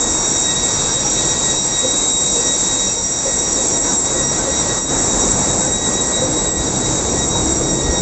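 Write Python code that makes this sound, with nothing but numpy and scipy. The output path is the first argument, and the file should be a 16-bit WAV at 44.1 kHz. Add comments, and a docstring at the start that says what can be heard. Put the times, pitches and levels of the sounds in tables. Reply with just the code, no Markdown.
"""A walk through a ship's engine room

Four harmonics of a turbocharger whine, as sine waves, swell and drop out as the walk crosses standing waves.
Around them, shaped noise makes rumble, engine roar, casing noise, whirr and intake hiss, which dip briefly.
Narrow wandering tones make the hums and pump motors, and a thin tone swells now and then in the first seconds.
Pushed floor plates ring as groups of fading tones. A faint mirror image of the treble lies above 8 kHz.
"""
import sys
import numpy as np
from scipy import signal
from scipy.fft import rfft, irfft, next_fast_len
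from scipy.io import wavfile
from scipy.ndimage import uniform_filter1d

SR = 44100
rng = np.random.default_rng(int(sys.argv[2]) if len(sys.argv) > 2 else 0)


def int16_out(signal):
    """Quantize to a 16-bit WAV file."""
    q = np.round(np.clip(np.atleast_2d(signal).T, -1, 1) * 32767)
    wavfile.write(sys.argv[1], SR, q.astype(np.int16))


def voltage_ratio(decibels):
    """Convert decibels (scalar or array-like) to amplitude ratios, 20 dB per decade."""
    exponent = np.asarray(decibels, float) / 20
    return 10 ** exponent


N = 353241
T = np.arange(N) / SR


def columns(table):
    """Draws every column after the time as a curve with one value a sample."""
    s, *rest = np.transpose(table)
    return [np.interp(T, s, column) for column in rest]


def unit(x):
    """Scales a signal to an rms of 1."""
    return x / np.sqrt(np.mean(np.abs(x) ** 2))


def random_curve(rate_per_s):
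    """A random curve of rms 1: held values, smoothed twice into gentle moves."""
    hold = int(SR / rate_per_s)
    steps = np.repeat(rng.standard_normal(N // hold + 1), hold)
    smooth = uniform_filter1d(uniform_filter1d(steps, hold), hold)
    return unit(smooth[:N])


def drift(width_hz):
    """The wandering size and phase of a narrow noisy tone: complex noise through two low-pass filters."""
    pole = np.exp(-np.pi * width_hz / SR)
    random = rng.standard_normal(N) + 1j * rng.standard_normal(N)
    once = signal.lfilter([1], [1, -pole], random)
    # the second filter is four times as wide
    return unit(signal.lfilter([1], [1, -pole ** 4], once))


def waver(share, width_hz):
    """A steady part plus a wandering part of one tone; share is the wandering part of the power."""
    share = np.clip(share, 0, 1)
    return np.sqrt(1 - share) + np.sqrt(share) * drift(width_hz)


def line(hz, width_hz, db):
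    """A narrow noisy tone: a sine wave whose size and phase wander."""
    return np.sqrt(2) * voltage_ratio(db) * np.real(drift(width_hz) * np.exp(2j * np.pi * hz * T))


def noise(colour, lo_hz, hi_hz, flicker_db, flicker_per_s):
    """Noise of a given colour, set to rms 1 within lo-hi; its half-octave bands then flicker separately."""
    size = next_fast_len(N)
    hz = np.arange(size // 2 + 1) * SR / size + 1e-9
    f, db = np.transpose(colour)
    gain = voltage_ratio(np.interp(np.log(hz), np.log(f), db, left=-90, right=-90))
    spec = rfft(rng.standard_normal(size)) * gain
    inside = spec[(hz > lo_hz) & (hz < hi_hz)]
    spec = spec / np.sqrt(2 * np.sum(np.abs(inside) ** 2)) * size
    place = 2 * np.log2(hz / f[0])  # in half octaves
    out = 0
    for k in range(int(place[hz < f[-1]][-1]) + 2):
        band = np.clip(1 - np.abs(place - k), 0, 1)
        flicker = voltage_ratio(flicker_db * random_curve(flicker_per_s))
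        out = out + irfft(spec * band, size)[:N] * flicker
    return out


def dips():
    """Gain shared by the engine and air noise: a slight random surge and brief dips in level."""
    # dips: t/s, depth/dB, width/s
    brief_dips = [(.98, -2.5, 0.034), (1.6, -1.5, 0.085), (2.16, -3, 0.11), (3.07, -2, 0.33),
                  (3.81, -4, 0.058), (4.0, -4, 0.087), (4.28, -2, 0.078), (4.84, -6, 0.1),
                  (5.34, -1.5, 0.078), (5.79, -1.5, 0.11), (6.54, -2.5, 0.1), (7.28, -1.5, 0.055)]
    surge_db, surge_per_s = 0.5, 9
    dip_db = sum(db * np.exp(-(2 * (T - s) / width) ** 4) for s, db, width in brief_dips)
    return voltage_ratio(surge_db * random_curve(surge_per_s) + dip_db)


def air():
    """Casing noise, whirr and intake hiss as coloured noise, plus faint pump motors as narrow tones."""
    # the upper din: t/s, casing level/dB, whirr level/dB, hiss level/dB
    din_levels = [(0.0, -35.0, -38, -24), (0.5, -36.5, -37, -24.5), (1.0, -35.5, -34, -24.5),
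                  (1.5, -35.5, -33.5, -24), (2.0, -39, -37, -25), (2.5, -38, -36.5, -24),
                  (3.0, -38.5, -37.5, -24.5), (3.5, -37, -37.5, -24.5), (4.0, -35, -38.5, -23.5),
                  (4.5, -35.5, -37.5, -26), (5.0, -34.0, -38.5, -24), (5.5, -35, -38, -25),
                  (6.0, -36.5, -39.5, -26.5), (6.5, -36, -38.5, -27.5), (7.0, -35.5, -38.5, -26),
                  (7.5, -37, -40, -27), (8.0, -37, -39, -28)]
    # colours of the three noises: f/Hz, relative level per Hz/dB
    casing_colour = [(600, -12.5), (900, 1), (1200, -3.5), (1700, -7.5), (2300, -15), (2900, -20.5),
                     (3200, -35)]
    whirr_colour = [(2000, -14.5), (2400, -6), (2900, -16.5), (3200, -8), (3550, 0.5), (4300, -1.5),
                    (5000, -0.5), (5600, -27)]
    hiss_colour = [(4400, -36.5), (5000, -18.5), (5500, -7), (6050, -5), (6350, -7), (6550, -0.5),
                   (6800, -5.5), (7050, 3), (7250, -0.5), (7450, 3), (7800, 2), (8000, -15), (8300, -13)]
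    # pump motor tones: f/Hz, width/Hz, level at the start/dB, level at the end/dB
    motor_tones = [(2037, 5.4, -55, -57), (2130, 10, -53, -50), (2203, 58, -47, -49.5),
                   (2613, 50, -50, -58.5)]
    casing_db, whirr_db, hiss_db = columns(din_levels)
    casing = noise(casing_colour, 1078, 1730, 0.94, 14)
    whirr = noise(whirr_colour, 3880, 5300, 0.83, 8.0)
    hiss = noise(hiss_colour, 6380, 7250, 0.23, 7.8)
    hiss = hiss * voltage_ratio(0.52 * random_curve(15))  # the hiss also flutters as a whole
    motors = sum(line(hz, width, first_db + (last_db - first_db) * T / T[-1])
                 for hz, width, first_db, last_db in motor_tones)
    return voltage_ratio(casing_db) * casing + voltage_ratio(whirr_db) * whirr + voltage_ratio(hiss_db) * hiss + motors


def engine():
    """Low rumble and diesel roar as coloured noise, with hull and pump hums as narrow noisy resonances."""
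    # the low machinery grows along the walk: t/s, level of rumble and hums/dB, level of roar/dB
    machinery_levels = [(0.0, -32.5, -25.5), (0.5, -33, -28.5), (1.0, -30.5, -27.5), (1.5, -32, -26),
                        (2.0, -35, -28), (2.5, -34.5, -29), (3.0, -33, -29.5), (3.5, -34.5, -27),
                        (4.1, -31, -25.5), (4.75, -32, -26), (4.95, -29, -23.5), (5.5, -28, -24.5),
                        (6.0, -31, -23.5), (6.5, -27, -25), (6.65, -27, -24), (7.0, -27, -23.5),
                        (7.5, -28.5, -23.5), (8.0, -25.5, -23.5)]
    # colours of the two noises: f/Hz, relative level per Hz/dB
    rumble_colour = [(15, -16.5), (25, -7), (40, 2), (60, -6.5), (100, -2.5), (150, -2), (220, -9),
                     (300, -31)]
    roar_colour = [(120, -22.5), (180, -4.5), (260, -1), (340, -0.5), (420, -2.5), (620, -4.5), (850, -8),
                   (1100, -19), (1400, -37)]
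    # hull and pump hums: f/Hz, width/Hz, then four levels over the rumble/dB, one for each station
    hum_tones = [(190.7, 9.8, -8.5, -4.5, -8, -6.5), (261, 11, -13.5, -4, -5.5, -10.5),
                 (478, 33, -4.5, -6.5, -7, -9.5), (523, 30, -21, -3, -9.5, -18.5)]
    # when the walk passes the four stations: t/s
    station_times = [.5, 2.5, 5.5, 7]
    rumble_db, roar_db = columns(machinery_levels)
    hums = sum(line(hz, width, np.interp(T, station_times, dbs)) for hz, width, *dbs in hum_tones)
    rumble = noise(rumble_colour, 27, 160, 0.82, 6.2)
    roar = noise(roar_colour, 140, 750, 0.95, 5.4)
    return voltage_ratio(rumble_db) * (rumble + hums) + voltage_ratio(roar_db) * roar


def drone():
    """Three low hums of the running gear: sine waves that waver a little and rise and fall."""
    # the hums: f/Hz, wavering share of the power (0-1), wavering width/Hz
    gear_hums = [(66.9, 0.15, 13), (137.5, .15, 16), (319.8, .45, 39)]
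    # their levels, before all are lowered by 3 dB: t/s, first level/dB, second level/dB, third level/dB
    gear_levels = [(0.0, -36, -43, -49), (0.09, -29, -44, -27), (0.18, -44, -46, -33),
                   (0.87, -40, -35, -40), (0.96, -35, -35, -35), (1.47, -45, -32.5, -42.5),
                   (2.21, -47, -44, -45), (2.25, -42, -36, -42), (2.34, -42, -54, -32),
                   (2.59, -41, -52, -39), (3.86, -41.5, -43.5, -37.5), (4.26, -33.5, -33, -38),
                   (4.42, -45, -36, -40), (4.48, -29, -35, -32), (4.66, -40, -27.5, -43),
                   (4.73, -45.5, -43, -35), (4.91, -33, -40, -33), (5.22, -36, -43.5, -32.5),
                   (5.4, -36.5, -31, -34), (5.55, -47, -38, -27.5), (5.66, -32, -38, -41.5),
                   (6.16, -36, -44, -33), (6.2, -41.5, -34, -31), (6.4, -29.5, -41, -24.5),
                   (6.56, -41, -41, -35), (6.6, -20.5, -28, -32), (6.72, -48.5, -35, -21),
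                   (6.78, -33, -33, -34), (6.94, -36, -27, -22), (7.05, -28, -40, -36),
                   (7.3, -31, -23, -34), (7.36, -42, -35, -30), (7.43, -20, -27, -28.5),
                   (7.76, -39, -25, -23), (7.9, -18, -34, -26), (8.01, -40, -35.5, -34.5)]
    out = 0
    for db, (hz, share, width_hz) in zip(columns(gear_levels), gear_hums):
        tone = np.real(waver(share, width_hz) * np.exp(2j * np.pi * hz * T))
        out = out + np.sqrt(2) * voltage_ratio(db - 3) * tone
    return out


def peeps():
    """Brief swells of a thin, wavering tone: one sine wave under bell-shaped bumps of loudness."""
    # middle of each swell: t/s, level/dB
    swells = [(.51, -43), (.65, -43), (.86, -50), (1.19, -45), (1.37, -46.5), (1.54, -42), (1.85, -48),
              (2.4, -41), (2.76, -46), (2.9, -44)]
    peep_hz, peep_s = 2640, 0.07
    loudness = sum(voltage_ratio(db) * np.exp(-(2 * (T - s) / peep_s) ** 2) for s, db in swells)
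    return np.sqrt(2) * loudness * np.real(waver(0.2, 30) * np.exp(2j * np.pi * peep_hz * T))


def plates():
    """Soft pushes ring the plate modes until a foot or clamp damps them; slow contact gives no click."""
    # plate modes before the pitch factor and extra damping: f/Hz, time to fall by 60 dB/s
    plate_modes = [(520, 0.3), (985, 0.45), (1540, 0.6)]
    # rings: t/s, starting level of modes 1, 2 and 3 before rise and damping/dB (three columns), pitch factor
    plate_rings = [(0.878, -31, -39, -28, 1.03), (0.963, -20.5, -36, -44, 1.03),
                   (1.04, -32, -23, -31, 0.85), (1.115, -27, -36, -33, 1.0), (1.469, -21, -43, -47, 1.08),
                   (1.826, -11.5, -37, -46, 0.99), (1.927, -23.5, -38.5, -36, 1.07),
                   (2.24, -27, -41, -43, 1.001), (2.35, -15, -38, -44, 0.9), (2.443, -19.5, -37, -39, 0.97),
                   (2.702, -19, -49, -48.5, 1), (2.865, -23.5, -39.5, -40, 1.1),
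                   (2.96, -21, -27, -40, 0.93), (3.244, -11.5, -33, -44, 1.04), (3.57, -18, -35, -50, 1.02),
                   (3.63, -17.5, -41, -45, 0.89), (3.859, -33, -23, -30, 0.98),
                   (4.135, -17, -36, -44, 1.02), (4.19, -23, -34, -48, 1.05), (4.379, -26, -35, -29.5, 1),
                   (4.465, -14, -51, -38, 1.03), (4.656, -20, -37.5, -39, 1.08),
                   (5.605, -22.5, -34, -27, 0.99), (6.214, -12, -39, -40, 1),
                   (7.12, -17, -38.5, -43.5, 0.98), (7.339, -19.5, -22, -43.5, 0.94),
                   (7.925, -16, -30, -41.5, 0.97)]
    push_s, damp_s = 0.019, 0.065
    out = np.zeros(N + SR, complex)
    t = np.arange(SR // 4) / SR
    rise = np.sin(np.pi / 2 * np.clip(t / push_s, 0, 1)) ** 2
    damp = 1 / (1 + (t / damp_s) ** 4)
    for s, *dbs, pitch in plate_rings:
        i = int(s * SR)
        for db, (hz, t60) in zip(dbs, plate_modes):
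            ring = np.exp((2j * np.pi * hz * pitch - np.log(1000) / t60) * t)
            out[i:i + len(t)] += voltage_ratio(db) * rise * damp * ring
    # a loose plate rattles, which roughens and widens its ring
    return np.imag(out[:N] * waver(0.22, 110))


def turbocharger():
    """Four harmonics of the blade rate; the pressure of each runs straight between swells and nodes."""
    # blade rate as heard: t/s, f/Hz
    blade_rate = [(0.0, 1894.5), (0.4, 1898.9), (1.2, 1903.8), (2.0, 1907.7), (2.7, 1904), (3.6, 1907.6),
                  (4.3, 1909.5), (5.2, 1910.6), (6.7, 1911.6), (7.3, 1908.8), (7.6, 1903.2), (8.0, 1893.3)]
    # one curve for each harmonic, as the walk crosses standing waves: t/s, level/dB
    whine_curves = [
        [(0.0, -41), (0.122, -40), (0.155, -47.5), (0.21, -66.0), (0.232, -51.0), (0.294, -65), (0.354, -40),
         (0.392, -68), (0.412, -66.0), (0.509, -33), (0.569, -39), (0.681, -36.5), (0.773, -48.0),
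         (0.833, -43.5), (0.876, -66.0), (1.013, -41), (1.058, -66.0), (1.11, -54.5), (1.187, -38),
         (1.379, -37.5), (1.409, -54.0), (1.477, -33), (1.604, -57.5), (1.773, -38), (1.931, -39.5),
         (1.961, -66.0), (1.995, -48.5), (2.073, -66.0), (2.222, -46), (2.36, -52), (2.502, -34),
         (2.594, -50.5), (2.701, -40.5), (2.769, -49.0), (2.821, -40), (3.011, -64), (3.1, -45.5), (3.15, -64),
         (3.317, -39.5), (3.515, -44), (3.549, -46), (3.624, -41.5), (3.689, -64.5), (3.729, -46),
         (3.841, -41.0), (3.986, -66.0), (4.066, -40), (4.128, -62.5), (4.18, -34), (4.308, -42.5),
         (4.365, -35), (4.398, -45), (4.537, -36), (4.587, -51.5), (4.719, -34.5), (4.891, -58.5),
         (5.006, -35.5), (5.061, -52.0), (5.098, -42), (5.153, -51), (5.211, -39), (5.236, -65), (5.3, -40.0),
         (5.368, -42.5), (5.403, -67), (5.43, -42.5), (5.493, -41), (5.567, -66.0), (5.615, -45.5),
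         (5.632, -62.5), (5.692, -41.0), (5.797, -39.5), (5.872, -35.5), (6.024, -40), (6.101, -36.5),
         (6.231, -40), (6.316, -70), (6.333, -63), (6.363, -42.0), (6.43, -46), (6.612, -36.5), (6.657, -38.5),
         (6.69, -55), (6.712, -46), (6.727, -56.0), (6.782, -56), (6.854, -38), (6.957, -66.0), (7.056, -42),
         (7.116, -65.5), (7.199, -34.5), (7.263, -46.0), (7.333, -64.5), (7.388, -66.0), (7.408, -49.5),
         (7.48, -63), (7.515, -40.5), (7.545, -64), (7.57, -45.0), (7.593, -63), (7.613, -66.0), (7.717, -39),
         (7.775, -43.5), (7.937, -33.5), (8.009, -48.5)],
        [(0.0, -45), (0.03, -24.0), (0.06, -32), (0.077, -26.5), (0.107, -36), (0.172, -27), (0.192, -51.5),
         (0.21, -45.5), (0.264, -23.5), (0.322, -46), (0.369, -23.5), (0.399, -27.5), (0.519, -22),
         (0.549, -31.5), (0.574, -20.5), (0.594, -27), (0.641, -24.5), (0.671, -30), (0.716, -27.0),
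         (0.756, -34), (0.808, -22.5), (0.831, -35.5), (0.853, -27.5), (0.918, -31), (0.975, -23.5),
         (1.045, -39.5), (1.068, -48.0), (1.085, -28), (1.105, -38.0), (1.125, -26), (1.14, -46.5),
         (1.152, -28.5), (1.187, -22.5), (1.242, -34.0), (1.292, -26), (1.315, -21), (1.354, -34),
         (1.369, -24.5), (1.384, -32), (1.444, -23), (1.472, -32.0), (1.507, -21.5), (1.529, -28.0),
         (1.594, -24), (1.646, -38.5), (1.674, -37.5), (1.689, -28.5), (1.709, -43.5), (1.751, -23.5),
         (1.793, -24.5), (1.838, -23), (1.943, -23.5), (1.993, -25), (2.178, -23.5), (2.225, -28.0),
         (2.292, -23), (2.325, -29.5), (2.345, -22.5), (2.41, -34), (2.424, -27), (2.447, -30), (2.509, -21.5),
         (2.584, -33), (2.604, -27), (2.629, -30.5), (2.686, -24.5), (2.701, -26), (2.836, -24.0), (2.893, -27),
         (2.928, -38.5), (2.946, -29.5), (3.036, -40), (3.066, -32.0), (3.08, -42.5), (3.108, -42),
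         (3.133, -29.5), (3.168, -38), (3.2, -27.5), (3.23, -62.0), (3.248, -30), (3.27, -46.5), (3.283, -33.5),
         (3.298, -38), (3.335, -30.5), (3.377, -42), (3.402, -25), (3.435, -38), (3.47, -31.0), (3.492, -58.0),
         (3.512, -35.5), (3.552, -45.5), (3.572, -28.5), (3.612, -28.5), (3.702, -62.0), (3.771, -28.0),
         (3.789, -44), (3.934, -29.0), (3.986, -44.5), (4.038, -62.0), (4.078, -25), (4.143, -35),
         (4.23, -28.0), (4.275, -35), (4.335, -29.0), (4.355, -46), (4.368, -29), (4.39, -42.5), (4.45, -30),
         (4.485, -51.0), (4.507, -44.5), (4.537, -27.5), (4.577, -26.5), (4.624, -29.0), (4.642, -45.0),
         (4.664, -33.5), (4.679, -45), (4.714, -24), (4.752, -37), (4.777, -27.5), (4.839, -41), (4.891, -32),
         (4.921, -40.0), (4.941, -30.5), (5.004, -34), (5.021, -43.5), (5.044, -30), (5.061, -61.5),
         (5.091, -31), (5.126, -26), (5.183, -41.5), (5.206, -30), (5.246, -29.5), (5.273, -40.5), (5.288, -29),
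         (5.305, -41), (5.365, -33), (5.465, -39.5), (5.505, -25), (5.547, -41.0), (5.585, -47.0), (5.615, -29),
         (5.655, -40.5), (5.677, -31.5), (5.697, -36.0), (5.757, -24.0), (5.787, -29), (5.842, -29),
         (5.872, -24.5), (5.917, -39), (6.004, -23), (6.029, -37), (6.084, -36), (6.101, -62.0), (6.114, -48),
         (6.139, -24), (6.173, -23.5), (6.293, -36.5), (6.346, -35), (6.39, -23), (6.433, -39), (6.473, -25),
         (6.543, -39.5), (6.615, -26.5), (6.637, -37), (6.657, -39.5), (6.675, -26), (6.69, -35.5),
         (6.722, -48.5), (6.76, -28), (6.805, -40), (6.859, -25), (6.874, -32), (6.912, -28), (6.932, -33),
         (6.987, -28), (7.024, -62.0), (7.066, -31), (7.106, -32), (7.139, -44), (7.154, -31.5), (7.166, -43.0),
         (7.181, -41.5), (7.229, -23), (7.278, -50.0), (7.358, -22.0), (7.431, -34.5), (7.533, -30),
         (7.575, -49), (7.663, -29.5), (7.707, -45.0), (7.725, -41), (7.737, -53.5), (7.767, -40.0),
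         (7.807, -25.5), (7.83, -51.0), (7.842, -30.5), (7.872, -28.5), (7.92, -53), (7.989, -23.5),
         (8.009, -31.5)],
        [(0.0, -34.0), (0.07, -44.5), (0.112, -22.0), (0.13, -28), (0.172, -34.5), (0.197, -21.5), (0.272, -26),
         (0.369, -22.5), (0.382, -53.0), (0.414, -27), (0.464, -27), (0.476, -33), (0.516, -26), (0.531, -45),
         (0.631, -26), (0.676, -53.5), (0.696, -23), (0.723, -34.5), (0.746, -21.5), (0.761, -33),
         (0.801, -37.5), (0.838, -26.5), (0.853, -45.0), (0.925, -21.5), (0.958, -53.5), (1.065, -19.5),
         (1.132, -28), (1.15, -22.5), (1.217, -33), (1.235, -24.0), (1.282, -26), (1.32, -20.5), (1.364, -53.5),
         (1.377, -30), (1.407, -53.5), (1.449, -29.0), (1.462, -53.5), (1.487, -53.5), (1.499, -28.5),
         (1.532, -31.0), (1.566, -22.5), (1.704, -29), (1.729, -22.5), (1.781, -52.5), (1.793, -34.0),
         (1.811, -52), (1.896, -24.0), (1.941, -35.5), (1.995, -32.5), (2.008, -53.5), (2.02, -32.0),
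         (2.035, -53.5), (2.058, -40), (2.108, -53.5), (2.123, -36), (2.217, -27), (2.247, -45.5), (2.26, -30),
         (2.305, -27), (2.397, -31), (2.412, -19), (2.447, -29.0), (2.472, -21), (2.509, -32.0), (2.569, -24),
         (2.589, -41.5), (2.607, -27), (2.629, -55.5), (2.654, -25), (2.696, -34.0), (2.719, -25),
         (2.779, -38.5), (2.799, -25.5), (2.834, -37.0), (2.856, -31), (2.873, -20), (2.888, -39),
         (2.916, -20.5), (2.933, -22.0), (2.948, -34.5), (2.971, -23), (3.026, -26.0), (3.046, -19.5),
         (3.078, -25), (3.11, -44.5), (3.123, -23.5), (3.228, -27), (3.283, -23.5), (3.37, -41.5), (3.392, -25),
         (3.417, -35.5), (3.435, -26.0), (3.495, -23.5), (3.507, -36.5), (3.537, -23.5), (3.559, -23),
         (3.574, -53.5), (3.649, -27.0), (3.677, -39.0), (3.724, -21), (3.821, -55), (3.911, -22),
         (3.941, -32.5), (3.968, -26), (4.041, -54), (4.058, -26), (4.138, -43.0), (4.23, -27), (4.25, -21),
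         (4.273, -50.5), (4.303, -21), (4.35, -34.0), (4.383, -24.0), (4.407, -45.5), (4.43, -40.0),
         (4.442, -27.5), (4.467, -41.5), (4.5, -26.5), (4.52, -53.5), (4.592, -20.5), (4.649, -36),
         (4.677, -33), (4.694, -23.5), (4.719, -33), (4.782, -31), (4.859, -33), (4.871, -53.5), (4.901, -26),
         (4.966, -37.5), (4.986, -26.0), (5.021, -34), (5.056, -28), (5.076, -52), (5.121, -25.5), (5.188, -42),
         (5.226, -20.5), (5.248, -41.5), (5.263, -52), (5.288, -26), (5.325, -38.5), (5.345, -26.5),
         (5.393, -40), (5.46, -31), (5.473, -53.5), (5.57, -30), (5.585, -40.5), (5.635, -30.5), (5.657, -41.5),
         (5.677, -26), (5.707, -35.5), (5.729, -32), (5.757, -53.5), (5.789, -29.5), (5.914, -50),
         (5.951, -25.0), (6.006, -42), (6.051, -26), (6.074, -43), (6.096, -31.0), (6.134, -53.5), (6.183, -27),
         (6.223, -36.0), (6.251, -24.5), (6.288, -34.5), (6.353, -44.5), (6.376, -28.5), (6.41, -53.5),
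         (6.455, -36), (6.47, -49.0), (6.503, -35.5), (6.53, -53.5), (6.568, -34), (6.588, -53.5), (6.635, -34),
         (6.647, -48.5), (6.662, -26.5), (6.765, -53.5), (6.78, -32.5), (6.805, -53.5), (6.832, -51.5),
         (6.852, -30), (6.889, -40), (6.929, -29), (6.952, -53), (7.024, -34), (7.064, -53.5), (7.116, -26.0),
         (7.166, -38), (7.186, -23.5), (7.229, -45.0), (7.266, -30), (7.306, -55.5), (7.371, -25.5),
         (7.403, -36), (7.461, -41), (7.478, -23), (7.49, -35.0), (7.51, -26.5), (7.535, -36.5), (7.568, -23),
         (7.618, -36.5), (7.655, -27), (7.67, -46.5), (7.707, -22), (7.73, -37.5), (7.747, -32), (7.762, -45),
         (7.78, -34.5), (7.792, -47.5), (7.847, -30), (7.882, -51), (7.907, -25), (7.942, -30), (7.989, -25),
         (8.009, -37.0)],
        [(0.0, -23), (0.032, -23), (0.052, -44), (0.152, -23), (0.205, -49.0), (0.217, -37), (0.264, -39.5),
         (0.282, -20.0), (0.344, -39.0), (0.397, -20), (0.444, -51), (0.479, -19.5), (0.594, -30), (0.614, -32),
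         (0.641, -17.5), (0.731, -40), (0.866, -23), (0.883, -35), (0.94, -48), (0.96, -19.5), (0.99, -33.5),
         (1.015, -24), (1.04, -44.5), (1.102, -49.0), (1.12, -21), (1.162, -49.0), (1.175, -41), (1.285, -28),
         (1.342, -48), (1.357, -26.5), (1.374, -49.0), (1.394, -18), (1.412, -51), (1.432, -23), (1.594, -28),
         (1.661, -20), (1.741, -35.0), (1.798, -18.5), (1.846, -40), (1.896, -20), (1.941, -29), (1.985, -19.0),
         (2.008, -49.0), (2.023, -26), (2.1, -19), (2.377, -23.5), (2.4, -20.0), (2.434, -49.0), (2.447, -23),
         (2.462, -49.0), (2.474, -23.5), (2.492, -34), (2.547, -20.0), (2.567, -42.5), (2.617, -19.5),
         (2.679, -31), (2.776, -27), (2.841, -46), (2.873, -49), (2.911, -23), (3.013, -50.5), (3.036, -26.5),
         (3.135, -24.5), (3.158, -34), (3.402, -21), (3.475, -49.0), (3.537, -23), (3.632, -37), (3.682, -21.0),
         (3.712, -39), (3.764, -28.0), (3.781, -18.5), (3.914, -49.0), (3.986, -17.5), (4.081, -24),
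         (4.096, -49.0), (4.143, -20), (4.168, -40), (4.198, -19), (4.225, -30), (4.278, -23.5), (4.293, -49.0),
         (4.32, -25), (4.37, -49.0), (4.39, -21), (4.465, -28), (4.485, -49.0), (4.53, -22.5), (4.552, -36.0),
         (4.615, -21), (4.632, -47.5), (4.667, -26), (4.724, -47.5), (4.807, -23.5), (4.899, -49.0),
         (4.914, -26.5), (4.989, -35), (5.014, -21.0), (5.146, -47), (5.173, -49.0), (5.201, -20.5),
         (5.231, -50), (5.263, -22.5), (5.278, -32), (5.313, -16.5), (5.355, -49.0), (5.393, -19.0),
         (5.475, -29), (5.595, -20), (5.702, -29), (5.72, -17.5), (5.799, -45.5), (5.822, -27.5),
         (5.837, -48.5), (5.887, -21.5), (5.994, -49.0), (6.011, -19.5), (6.041, -26.5), (6.076, -20.5),
         (6.156, -21.5), (6.203, -38.5), (6.221, -24), (6.363, -26.5), (6.525, -20.0), (6.612, -49.0),
         (6.67, -31), (6.73, -42.5), (6.767, -22), (6.869, -49.0), (6.909, -28), (6.944, -49.0), (6.964, -35),
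         (7.037, -47), (7.049, -29), (7.194, -48), (7.303, -30), (7.348, -49.0), (7.403, -25.5), (7.431, -40.5),
         (7.453, -22), (7.48, -42.5), (7.525, -17), (7.548, -31), (7.588, -20), (7.633, -46.5), (7.73, -24),
         (7.745, -49.0), (7.762, -30), (7.79, -48.5), (8.009, -28.5)],
    ]
    # many wall paths blur each harmonic: fluttering share of the power (0-1), flutter width/Hz, rms pitch slip/Hz
    wall_blur = [(0.04, 30, 2.), (0.04, 60, 4.), (0.07, 80, 6.), (0.08, 70, 5.)]
    # scattered sound of far walls, which fills the nodes of each harmonic: level/dB, changes per second
    far_walls = [(-51, 20), (-38, 35), (-34, 40), (-31, 40)]
    node_db = 9  # a dip this deep is a node, where the pressure changes sign
    slip_per_s = 40
    blade_hz = columns(blade_rate)[0]
    out = 0
    harmonics = zip(whine_curves, wall_blur, far_walls)
    for k, (curve, (share, width_hz, slip_hz), (far_db, far_per_s)) in enumerate(harmonics):
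        s, db = np.transpose(curve)
        node = np.minimum(np.roll(db, 1), np.roll(db, -1)) - db > node_db
        pressure = voltage_ratio(db) * (-1.) ** np.cumsum(node)
        hz = (k + 1) * blade_hz + slip_hz * random_curve(slip_per_s)
        phase = 2 * np.pi * np.cumsum(hz) / SR
        near = np.interp(T, s, pressure) * waver(share, width_hz)
        far = 1j * voltage_ratio(far_db) * random_curve(far_per_s)  # 1j: a quarter cycle out of step
        out = out + np.sqrt(2) * np.real((near + far) * np.exp(1j * phase))
    return out


def scene():
    """Adds all sources into one channel, as at a single microphone."""
    din = dips() * (engine() + air())
    mix = din + drone() + peeps() + plates() + turbocharger()
    return mix[None]


def roll_off(x):
    """The treble ends steeply here."""
    return signal.sosfilt(signal.butter(12, 9040, fs=SR, output="sos"), x)


def record(dry):
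    """Adds the faint mirror image that raising a low storage rate leaks above 8 kHz, then cuts steeply."""
    store_hz, mirror_db = 16000, -25.5
    # multiplying by a tone at the storage rate moves each frequency f to storage rate - f
    mirror = 2 * dry * np.cos(2 * np.pi * store_hz * T)
    leak = signal.butter(3, [8100, 8450], "bandpass", fs=SR, output="sos")
    mirror = signal.sosfilt(leak, mirror)
    cut = signal.ellip(10, 0.3, 70, 8420, fs=SR, output="sos")
    mix = signal.sosfilt(cut, dry + voltage_ratio(mirror_db) * mirror)
    return roll_off(mix)


dry = scene()
out = record(dry)
int16_out(out)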